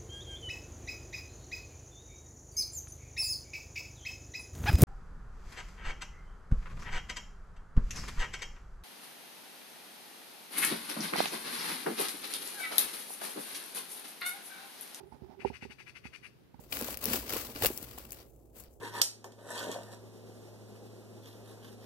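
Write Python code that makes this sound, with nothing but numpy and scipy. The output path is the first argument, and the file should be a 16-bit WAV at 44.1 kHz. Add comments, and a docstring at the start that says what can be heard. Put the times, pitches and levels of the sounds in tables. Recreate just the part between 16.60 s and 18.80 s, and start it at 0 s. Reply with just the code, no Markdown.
"""Close, icy crunching: a dog in a padded coat digs and roots in crusted snow among dry stems.
Each paw stroke fractures a swarm of ice grains and compacts the snow beneath. Stems crack, lumps of
crust collapse, and the paws thud as their impacts excite damped vibrations in the snow and ground.
The digging dies down to soft nosing over a low, distant outdoor rumble."""
import sys
import numpy as np
from scipy import signal
from scipy.fft import rfft, irfft, next_fast_len
from scipy.io import wavfile

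SR = 44100
rng = np.random.default_rng(int(sys.argv[2]) if len(sys.argv) > 2 else 0)


def wrap_up_sound(samples):
    """Save the sound to the file named by the first command line argument, as 16-bit audio."""
    columns = np.atleast_2d(samples).T
    # keep every value between -1 and 1, then stretch to whole-number steps
    tamed = np.clip(columns, -1, 1)
    steps = np.round(tamed * 32767).astype(np.int16)
    wavfile.write(sys.argv[1], SR, steps)


N = 97020

# Each row: time in seconds, relative level of the crunch in dB, relative level of the icy treble in dB.
DIG_EFFORT = [(0, -73, -62), (0.087, -74.5, -72), (0.117, -63.5, -52.5), (0.134, -49.5, -42),
              (0.218, -50.5, -45.5), (0.337, -53, -45), (0.36, -62.5, -62), (0.405, -64, -57),
              (0.43, -50, -44), (0.452, -53.5, -53), (0.465, -45.5, -41), (0.499, -46, -41),
              (0.539, -41, -34), (0.6, -53, -46.5), (0.665, -56, -52), (0.729, -44, -40.5),
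              (0.788, -48.5, -43.5), (0.901, -58, -52), (0.947, -62, -57), (0.965, -52, -48.5),
              (1.004, -55, -49), (1.035, -39, -34), (1.075, -47.5, -42.5), (1.14, -60.5, -50),
              (1.246, -59.5, -53), (1.272, -62.5, -57.5), (1.41, -61.5, -56.5), (1.48, -71, -65.5),
              (1.532, -68, -60), (1.608, -65, -62.5), (1.665, -76.5, -70), (1.71, -88, -74.5),
              (1.928, -93, -82), (1.965, -66.5, -58), (2.001, -67.5, -54.5), (2.08, -76, -77),
              (2.138, -86.5, -70), (2.2, -101.5, -86.5)]
# Spectra of crust, ice, packing snow and ground. Each row: frequency in Hz, relative gain in dB.
CRUST_SPECTRUM = [(300, -24.5), (650, -7), (1100, -0.5), (1800, -4), (2700, -3), (3700, -5.5), (4700, -2),
                  (6200, -4), (9000, -25.5)]
ICE_SPECTRUM = [(3000, -33), (5000, -6.5), (6300, -2), (7700, -3.5), (8900, -8), (10200, -3.5), (11700, 1),
                (13700, 1), (15500, 1)]
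PACK_SPECTRUM = [(70, -16.5), (120, -5.5), (165, -9.5), (220, 4.5), (350, 0.5), (520, 0.5), (780, -7.5),
                 (1200, -12), (2500, -33)]
GROUND_SPECTRUM = [(20, -41.5), (38, -9.5), (56, 3), (85, -2.5), (120, -1.5), (200, -17.5), (600, -54.5)]
def digging(grains_per_s=2000, grains_follow=.35, pack_follows=.74, ground_follows=.33):
    """Brittle fracture of the crust gives the crackle; compaction and ground vibration give the body."""
    times, *levels = np.transpose(DIG_EFFORT)
    crunch_db, ice_db = [np.interp(seconds(), times, level) for level in levels]
    rate = grains_per_s * from_db(grains_follow * (ice_db - ice_db.mean()))  # more force, more grains
    crust = grains(rate, spread_db=2, grain_s=.00067, clump_db=2.94, clumps_per_s=200, bed=.3, alike=.25)
    packing = grains(700, spread_db=1.5, grain_s=.0018, clump_db=2, clumps_per_s=76, bed=.3, alike=.95)
    crunch = from_db(5 + crunch_db) * shaped(crust, CRUST_SPECTRUM)
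    ice = from_db(4 + ice_db) * shaped(crust, ICE_SPECTRUM)
    # Snow and ground follow only a share of the crunch's swing in level.
    snow = from_db(-10.5 + pack_follows * crunch_db) * shaped(packing, PACK_SPECTRUM)
    ground = from_db(-37 + ground_follows * crunch_db) * shaped(noise(.97), GROUND_SPECTRUM)
    return crunch + ice, snow + ground


# Each row: start in seconds, relative level in dB, offset of the woody midrange in dB.
STEM_BREAKS = [(0.1689, -27, 2), (0.189, -25, -9), (0.211, -21, -33), (0.223, -26.5, -2.5),
               (0.3424, -28.5, -2), (0.3716, -23, -8.5), (0.4406, -17, -37), (0.4548, -12, -15),
               (0.735, -19, -6.5), (0.7657, -20.5, -10), (1.0654, -10.5, -12), (1.175, -22.5, -45),
               (1.2275, -28, -17), (1.506, -32, -32), (2.037, -39.5, -26)]
# Spectra of the bright crack and the woody midrange. Each row: frequency in Hz, relative gain in dB.
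CRACK_SPECTRUM = [(800, -34), (2500, -15), (5000, -1.5), (8000, -10), (11500, 4), (15500, 0)]
WOOD_SPECTRUM = [(400, -7), (900, -1.5), (1500, -3), (2000, -4), (2800, 1.5), (3600, -5.5), (4900, -2.5),
                 (8000, -16.5)]
def stem_snaps(delay_s=.0013, splinter_decay_s=.0006, splinter_db=-6):
    """Sudden release of bending stress: a dry stem radiates one impulse and a spray of splinters."""
    bright, woody = np.zeros((2, 2, N))
    age = np.arange(SR // 50) / SR
    for start, db, wood_db in STEM_BREAKS:
        crack = rng.standard_normal((2, len(age))) * np.exp(-age / splinter_decay_s)
        crack *= from_db(splinter_db) / np.linalg.norm(crack[0])
        crack[:, 0] += [1, .5]  # the impulse faces the left microphone
        i = int((start + delay_s) * SR)
        bright[:, i:i + len(age)] += from_db(db + 9) * crack
        woody[:, i:i + len(age)] += from_db(db + wood_db + 11) * crack
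    return shaped(bright, CRACK_SPECTRUM) + shaped(woody, WOOD_SPECTRUM)


# Each row is a lump of crust collapsing or a dull knock or crack of a woody stem. Each row: start in seconds,
# relative level in dB, offset of the woody midrange in dB, width in seconds.
CRACK_RUNS = [(0.1223, -27.5, -9, 0.0053), (0.5315, -18, -16, 0.0049), (0.959, -40, -7.5, 0.0035),
              (1.0211, -18.5, -15.5, 0.0041), (1.0373, -14.5, -19, 0.0045), (1.0455, -20, -14, 0.0046),
              (1.0574, -11, -15.5, 0.0036), (1.383, -28.5, -19.5, 0.0037), (1.45, -38, -17.5, 0.0038),
              (1.5185, -26, -29, 0.0041), (1.5268, -32.5, -22, 0.006)]
def crack_runs():
    """Cascading fracture: a lump of crust gives way, or a woody stem knocks and cracks, in a run of cracks that
    swells and dies quickly."""
    bright, woody = np.zeros((2, N))
    for start, db, wood_db, width in CRACK_RUNS:
        rise = np.maximum(seconds() - start, 0) / (width / 2)
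        swell = rise ** 2 * np.exp(2 * (1 - rise))  # peaks half a width after the start
        bright += from_db(db - 6.5) * swell
        woody += from_db(db + wood_db + 6.5) * swell
    run = grains(6500, spread_db=4, grain_s=.00024, clump_db=3.5, clumps_per_s=500, bed=.2, alike=.81)
    return shaped(bright * run, ICE_SPECTRUM) + shaped(woody * run, WOOD_SPECTRUM)


# Each row: start in seconds, relative level in dB, pitch in Hz.
PAW_STRIKES = [(0.209, -26, 493), (0.22, -26, 245), (0.284, -26, 556), (0.461, -32, 246), (0.479, -24, 247),
               (0.509, -27.5, 221), (0.542, -23, 358), (0.582, -33.5, 275), (0.73, -32, 288),
               (0.761, -23.5, 474), (0.956, -35, 291), (1.021, -23, 817), (1.034, -18.5, 444),
               (1.045, -16, 509), (1.102, -29, 366), (1.224, -39.5, 272), (1.378, -32, 711)]
def paw_thuds(t60_cycles=17.72, rise_s=.0019, grit_db=-6):
    """Damped resonance: each paw sets the packed snow ringing for a few gritty cycles."""
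    out, hiss = np.zeros((2, N)), noise(.87)
    for start, db, hz in PAW_STRIKES:
        age = np.maximum(seconds() - start, 0)
        attack = 1 - np.exp(-(age / rise_s) ** 2)
        decay = from_db(db - 2.5 - 60 * age * hz / t60_cycles)
        band = signal.butter(2, [.71 * hz, 2.13 * hz], "band", fs=SR, output="sos")
        grit = from_db(grit_db) * rms_one(signal.sosfilt(band, hiss))
        out += attack * decay * (np.sin(2 * np.pi * hz * age) + grit)
    return out


# Each row: start in seconds, level in dB, pitch in Hz.
WEIGHT_LANDINGS = [(0.953, -44.5, 60), (1.024, -33.5, 110), (1.066, -37.5, 52), (1.521, -57, 58),
                   (2.081, -46.5, 57)]
def stomps(t60_s=.14):
    """Impact excitation: the dog's weight lands and starts a deep, exponentially decaying tone."""
    out = np.zeros(N)
    for start, db, hz in WEIGHT_LANDINGS:
        age = np.maximum(seconds() - start, 0)
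        out += from_db(db - 60 * age / t60_s) * np.sin(2 * np.pi * hz * age)
    return out


def scatter(x, decay_s=.012, level_db=-11):
    """Diffuse reflection: snow and brush return a faint, very short tail."""
    age = np.arange(SR // 10) / SR
    tail = rng.standard_normal((2, len(age))) * np.exp(-age / decay_s)
    return from_db(level_db) * signal.fftconvolve(x, tail / np.linalg.norm(tail[0]), axes=1)[:, :N]


# Each row: frequency in Hz, relative gain in dB.
RUMBLE_SPECTRUM = [(20, -23.5), (38, -16), (54, 5.5), (85, -10), (115, -5.5), (190, -14), (350, -8.5),
                   (480, -10), (750, -20), (1300, -42), (2000, -55.5), (15000, -43.5)]
def distant_rumble():
    """Stationary noise with its power at low frequencies is heard as a steady rumble."""
    return from_db(-58.5) * shaped(noise(.53), RUMBLE_SPECTRUM)


def grains(per_s, spread_db, grain_s, clump_db, clumps_per_s, bed, alike):
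    """Shot noise: tiny random fractures, each a dying burst, add in energy over a bed of friction."""
    sizes = from_db(spread_db * np.minimum(rng.exponential(1, N), 3.5) + clump_db * drift(clumps_per_s))
    born = rng.random(N) < per_s / SR
    retained = np.exp(-2 / (grain_s * SR))
    energy = signal.lfilter([1], [1, -retained], born * sizes ** 2 / per_s + 1e-18)
    return rms_one(np.sqrt(energy / energy.mean() + bed) * noise(alike))


def shaped(x, points, level=True):
    """Minimum-phase filter through (Hz, dB) points; with level, white noise keeps its power."""
    size = next_fast_len(2 * N)
    hz, db = np.transpose(points)
    bin_hz = np.arange(size // 2 + 1) * SR / size
    gain = from_db(np.interp(np.log(bin_hz + 1), np.log(hz), db))
    cepstrum = irfft(np.log(rms_one(gain) if level else gain), size)
    cepstrum[1:size // 2] *= 2  # folding the cepstrum makes the filter causal
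    cepstrum[size // 2 + 1:] = 0
    return irfft(rfft(x, size) * np.exp(rfft(cepstrum)), size)[..., :N]


def noise(alike):
    """Partial coherence: stereo white noise whose left-right correlation is alike."""
    return np.sqrt(alike) * rng.standard_normal(N) + np.sqrt(1 - alike) * rng.standard_normal((2, N))


def drift(per_s):
    """Random modulation of unit RMS, interpolated between per_s values a second."""
    return rms_one(np.interp(seconds() * per_s, np.arange(4096), rng.standard_normal(4096)))


def from_db(db):
    """Amplitude ratio of a level in decibels."""
    return 10 ** (np.asarray(db) / 20)


def rms_one(x):
    """Normalisation to unit RMS."""
    return x / np.sqrt(np.mean(x ** 2) + 1e-20)


def seconds():
    """Time of every sample."""
    return np.arange(N) / SR


def scene(right_lag_s=.0004):
    """Superposition of the dog's work and the rumble; the crackle reaches the left microphone first."""
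    crackle, body = digging()
    left, right = crackle + stem_snaps() + crack_runs()
    crackle = np.array([left, np.roll(right, int(right_lag_s * SR))])
    return crackle + scatter(crackle) + body + paw_thuds() + stomps() + distant_rumble()


# Each row: frequency in Hz, left level minus right level in dB.
STEREO_BALANCE = [(60, -2), (300, -2.5), (700, -4), (1200, -4), (1800, -6), (2800, 10), (5000, 8.5),
                  (8000, 15.5), (11500, 9.5), (15000, 8)]
def record(dry, cutoff_hz=15900):
    """Level difference between microphones: more treble left, more body right; both are low-passed."""
    left = shaped(dry[0], [(hz, db / 2) for hz, db in STEREO_BALANCE], level=False)
    right = shaped(dry[1], [(hz, -db / 2) for hz, db in STEREO_BALANCE], level=False)
    lowpass = signal.ellip(12, .2, 80, cutoff_hz, fs=SR, output="sos")
    return signal.sosfilt(lowpass, [left, right])


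dry = scene()
out = record(dry)
wrap_up_sound(out)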